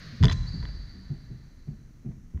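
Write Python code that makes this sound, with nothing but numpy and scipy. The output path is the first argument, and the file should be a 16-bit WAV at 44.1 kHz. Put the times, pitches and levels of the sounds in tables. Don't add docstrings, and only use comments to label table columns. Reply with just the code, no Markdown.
import sys
import numpy as np
from scipy import signal
from scipy.fft import rfft, irfft
from scipy.io import wavfile

SR = 44100
rng = np.random.default_rng(int(sys.argv[2]) if len(sys.argv) > 2 else 0)


def transcribe(signal):
    frames = np.atleast_2d(signal).T
    limited = np.clip(frames, -1, 1)
    pcm = np.round(limited * 32767).astype(np.int16)
    wavfile.write(sys.argv[1], SR, pcm)


N = 105840
T = np.arange(N) / SR
BOOM_SHAPE = 2.04


def blades():
    # (time [s], level [dB], brightness [Hz], low knock [dB], middle clack [dB])
    contacts = [(.2283, -26, 9000, -8, 7), (.2360, -18.5, 8000, 4, -1), (.2434, -20, 11000, -8, -4),
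                (.2541, -16.5, 7300, -6, 0), (.2830, -22.7, 4200, -3, 0), (.2975, -21.5, 4600, -8, 3),
                (.3000, -26, 4000, -4, 3), (.3131, -25.5, 4300, 0, 1), (.3175, -31, 7000, -2, 9),
                (.628, -43, 2500, 8, 7), (.6534, -33.5, 2800, 6, 10), (2.3755, -43, 1200, -5, 8)]
    # (frequency [Hz], level [dB], t60 [s])
    modes = [(985, -10, .028), (1910, -6.5, .011), (2980, -11, .010), (3450, -3, .013), (4380, -14, .007),
             (4900, -9, .007), (5380, -15, .008), (6220, -18, .010), (7350, -21, .007), (9600, -31, .005),
             (11400, -25, .005), (1039, -34.5, .55), (1739, -39, .35), (1809, -43, .9), (3311, -44, .6),
             (4807, -42, .5), (5561, -42, .8), (6051, -44, .6), (6304, -43, .5)]
    # (frequency [Hz], level [dB])
    crack_colour = [(500, -12), (1000, -5), (2000, -9.5), (2500, -3), (3300, -6.5), (5000, -5), (7500, -17),
                    (8300, -42), (11300, -16.5), (12800, -50)]
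    knock_hz, clack_hz, clang_hz = 1050, 1900, 2900
    crack_db, crack_decay_s, scatter_db = -14, 0.002, 3
    mode_hz = np.array(modes)[:, 0]
    balance_db = np.array([at_hz([(knock_hz, knock), (clack_hz, clack), (clang_hz, 0)], mode_hz)
                           for *_, knock, clack in contacts])
    strengths = from_db(balance_db + scatter_db * rng.standard_normal(balance_db.shape))
    grit, cracks, blows = rng.standard_normal(N), np.zeros(N), []
    for start, db, top_hz, *_ in contacts:
        click = from_db(db) * (np.arange(N) == int(start * SR))
        blows.append(softened(click, top_hz))
        decay = (T >= start) * np.exp(-np.abs(T - start) / crack_decay_s)
        cracks += softened(from_db(db + crack_db) * grit * decay, top_hz)
    drives = strengths.T @ np.array(blows)
    ringing = sum((-1) ** k * from_db(db) * ring(drives[k], hz, t60)
                  for k, (hz, db, t60) in enumerate(modes))
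    return ringing + coloured(cracks, crack_colour)


def blade_slide():
    # (frequency [Hz], level [dB])
    colour = [(1000, -2), (3400, -3), (4200, 0.5), (5000, 1), (5700, -6.5), (6400, 2.5), (7600, -24.5),
              (15000, -33)]
    peak_s, width_s = .3265, .0045
    return from_db(-36) * noise(colour) * np.exp(-.5 * ((T - peak_s) / width_s) ** 2)


def footfalls():
    # (time [s], boom level [dB], boom pitch [Hz], boom rise [s], knock level [dB])
    steps = [(0.127, -38.5, 228.2, 0.013, -45.5), (0.204, -11.5, 97.47, 0.02143, -24),
             (.232, -7, 123.2, 0.01148, -28.5), (0.236, -16, 54, 0.00917, -36),
             (0.472, -27, 89.97, 0.0191, -62), (0.536, -27, 164, 0.0101, -37.5),
             (0.619, -29, 50.13, 0.0256, -40.5), (.740, -31.5, 53.85, 0.0092, -44),
             (.94, -47, 191.5, 0.0596, -45.5), (1.095, -26, 144.7, 0.017, -35),
             (1.297, -39.5, 124.2, 0.0332, -41), (1.673, -27.5, 139.1, 0.0162, -36.5),
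             (2.048, -27, 135.2, 0.0168, -33), (2.1, -44.5, 65, 0.013, -62),
             (2.339, -24.5, 75.6, 0.0171, -38)]
    # (frequency [Hz], level [dB])
    knock_colour = [(40, 1), (120, 9), (210, 4.5), (280, -6.5), (370, -8.5), (520, -27.5), (720, -26),
                    (1000, -47), (2500, -48), (8000, -83), (16000, -105)]
    attack_s, decay_s = .003, 0.0687
    knock, out = noise(knock_colour), np.zeros(N)
    for start, boom_db, hz, rise, knock_db in steps:
        age = np.maximum(T - start, 0)
        out += from_db(boom_db) * swell(start, rise, BOOM_SHAPE) * np.sin(2 * np.pi * hz * age)
        envelope = (1 - np.exp(-age / attack_s)) * np.exp(-(age / decay_s) ** 2)
        out += from_db(knock_db) * envelope * knock
    return out


def boards():
    # (frequency [Hz], level [dB])
    modes = [(437, -32), (665, -37.5)]
    stamp_s, rise_s = 0.2337, 0.01913
    tones = sum(from_db(db) * np.sin(2 * np.pi * hz * (T - stamp_s)) for hz, db in modes)
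    return swell(stamp_s, rise_s, BOOM_SHAPE) * tones


def squeaks():
    # (time [s], length [s], level [dB], start pitch [Hz], end pitch [Hz], wobble [Hz])
    slips = [(.283, .032, -39.5, 3990, 4030, 55), (.328, .028, -47, 4010, 4030, 30),
             (.365, .024, -48, 4010, 4000, 30), (.464, .042, -45, 4380, 4720, 140),
             (.526, .036, -45, 4540, 4580, 95), (.585, .04, -54, 4600, 4200, 120)]
    wobble_bandwidth_hz = 280
    pole = np.exp(-2 * np.pi * wobble_bandwidth_hz / SR)
    wobble = rms_one(signal.lfilter([1], [1, -2 * pole, pole * pole], rng.standard_normal(N)))
    out = np.zeros(N)
    for start, length, db, start_hz, end_hz, wobble_hz in slips:
        progress = np.clip((T - start) / length, 0, 1)
        hz = start_hz + (end_hz - start_hz) * progress + wobble_hz * wobble
        tone = np.sqrt(2) * np.sin(2 * np.pi * np.cumsum(hz) / SR)
        out += from_db(db) * np.sin(np.pi * progress) * tone
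    return out


def scuffs():
    # (time [s], level [dB], rise [s])
    rasps = [(0.234, -30.5, 0.001756), (0.245, -31.5, 0.0015), (0.267, -30.5, 0.0016), (0.287, -41, 0.0117),
             (0.622, -55, 0.017), (0.685, -53, 0.0029), (1.679, -65, .005), (2.112, -63.5, 0.0049),
             (2.386, -67, 0.0075)]
    # (frequency [Hz], level [dB])
    colour = [(400, 1), (650, 3), (780, -4.5), (980, -2), (1300, -9), (1900, -3), (2600, -13.5),
              (4500, -24), (8000, -33), (14000, -73)]
    return noise(colour) * sum(from_db(db) * swell(start, rise, shape=0.92) for start, db, rise in rasps)


def hall(send):
    # (frequency [Hz], t60 [s])
    t60s = [(60, 2), (150, 1.5), (500, 3.5), (1800, 4.5), (4300, 2.5), (7000, 1.5), (12000, 0.01)]
    # (frequency [Hz], gain [dB])
    colour = [(50, 2.5), (130, -7.5), (400, -12), (1000, -7), (1900, -2), (2700, -12.5), (3400, -8.5),
              (4300, -4), (6300, 8), (12000, -3.5)]
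    build_s = .015
    build_up = 1 - np.exp(-(T / build_s) ** 2)
    hz = np.fft.rfftfreq(N, 1 / SR)
    spectrum = rfft(rng.standard_normal(N)) * from_db(at_hz(colour, hz))
    edges_hz = np.geomspace(25, 18000, 20)
    response = np.zeros(N)
    for low, high in zip(edges_hz, edges_hz[1:]):
        band = irfft(spectrum * ((hz >= low) & (hz < high)), N)
        envelope = build_up * from_db(-60 * T / at_hz(t60s, np.sqrt(low * high)))
        response += band * envelope / np.sqrt(np.sum(envelope ** 2))
    return signal.fftconvolve(send, response)[:N]


def lingering_tail():
    # (frequency [Hz], level [dB])
    colour = [(150, 24), (250, 5), (400, -3), (560, -0.5), (680, -3), (850, -17), (1100, -2.5), (1800, 5),
              (2600, -5), (3400, -5.5), (4400, 4.5), (5500, -8.5), (6500, -10), (7500, -28), (10000, -31.5)]
    start_db, fall_db_per_s = -44.5, 15
    return from_db(start_db - fall_db_per_s * T) * noise(colour)


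def room_tone():
    # (frequency [Hz], level [dB])
    air = [(25, 9), (60, 1.5), (150, -8.5), (250, -7), (400, -22), (800, -33.5), (1200, -31.5),
           (2000, -32.5), (3200, -41.5), (4800, -44.5), (6000, -32), (8000, -46.5), (15000, -48.5)]
    # (frequency [Hz], level [dB])
    tones = [(122.5, -74)]
    hum = sum(from_db(db) * np.sqrt(2) * np.sin(2 * np.pi * (hz * T + rng.random())) for hz, db in tones)
    return hum + from_db(-50.5) * noise(air)


def ring(clicks, hz, t60):
    radius, angle = from_db(-60 / (t60 * SR)), 2 * np.pi * hz / SR
    return signal.lfilter([0, np.sin(angle)], [1, -2 * radius * np.cos(angle), radius**2], clicks + 1e-18)


def softened(x, top_hz):
    return signal.lfilter(*signal.butter(2, min(top_hz, SR / 3), fs=SR), x + 1e-18)


def swell(start, rise, shape):
    progress = np.maximum(T - start, 0) / rise
    return (progress * np.exp(1 - progress)) ** shape


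def noise(colour):
    return coloured(rng.standard_normal(N), colour)


def coloured(x, colour):
    hz = np.fft.rfftfreq(N, 1 / SR)
    gain = from_db(at_hz(colour, hz)) * np.minimum(hz / colour[0][0], 1) ** 2
    return irfft(rfft(x) * rms_one(gain), N)


def at_hz(points, hz):
    point_hz, values = np.transpose(points)
    return np.interp(np.log(np.maximum(hz, 1)), np.log(point_hz), values)


def from_db(db):
    return 10 ** (np.asarray(db) / 20)


def rms_one(x):
    return x / np.sqrt(np.mean(x ** 2) + 1e-20)


def scene():
    clash = blades() + blade_slide()
    feet = footfalls() + scuffs()
    rubber = squeaks()
    reverb = hall(send=from_db(-20) * clash + from_db(-4) * feet + from_db(2.5) * rubber)
    return (clash + feet + boards() + rubber + reverb + room_tone() + lingering_tail())[None]


def record(dry):
    stop_hz, stop_db = 16300, 70
    return signal.sosfilt(signal.cheby2(16, stop_db, stop_hz, fs=SR, output="sos"), dry)


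dry = scene()
out = record(dry)
transcribe(out)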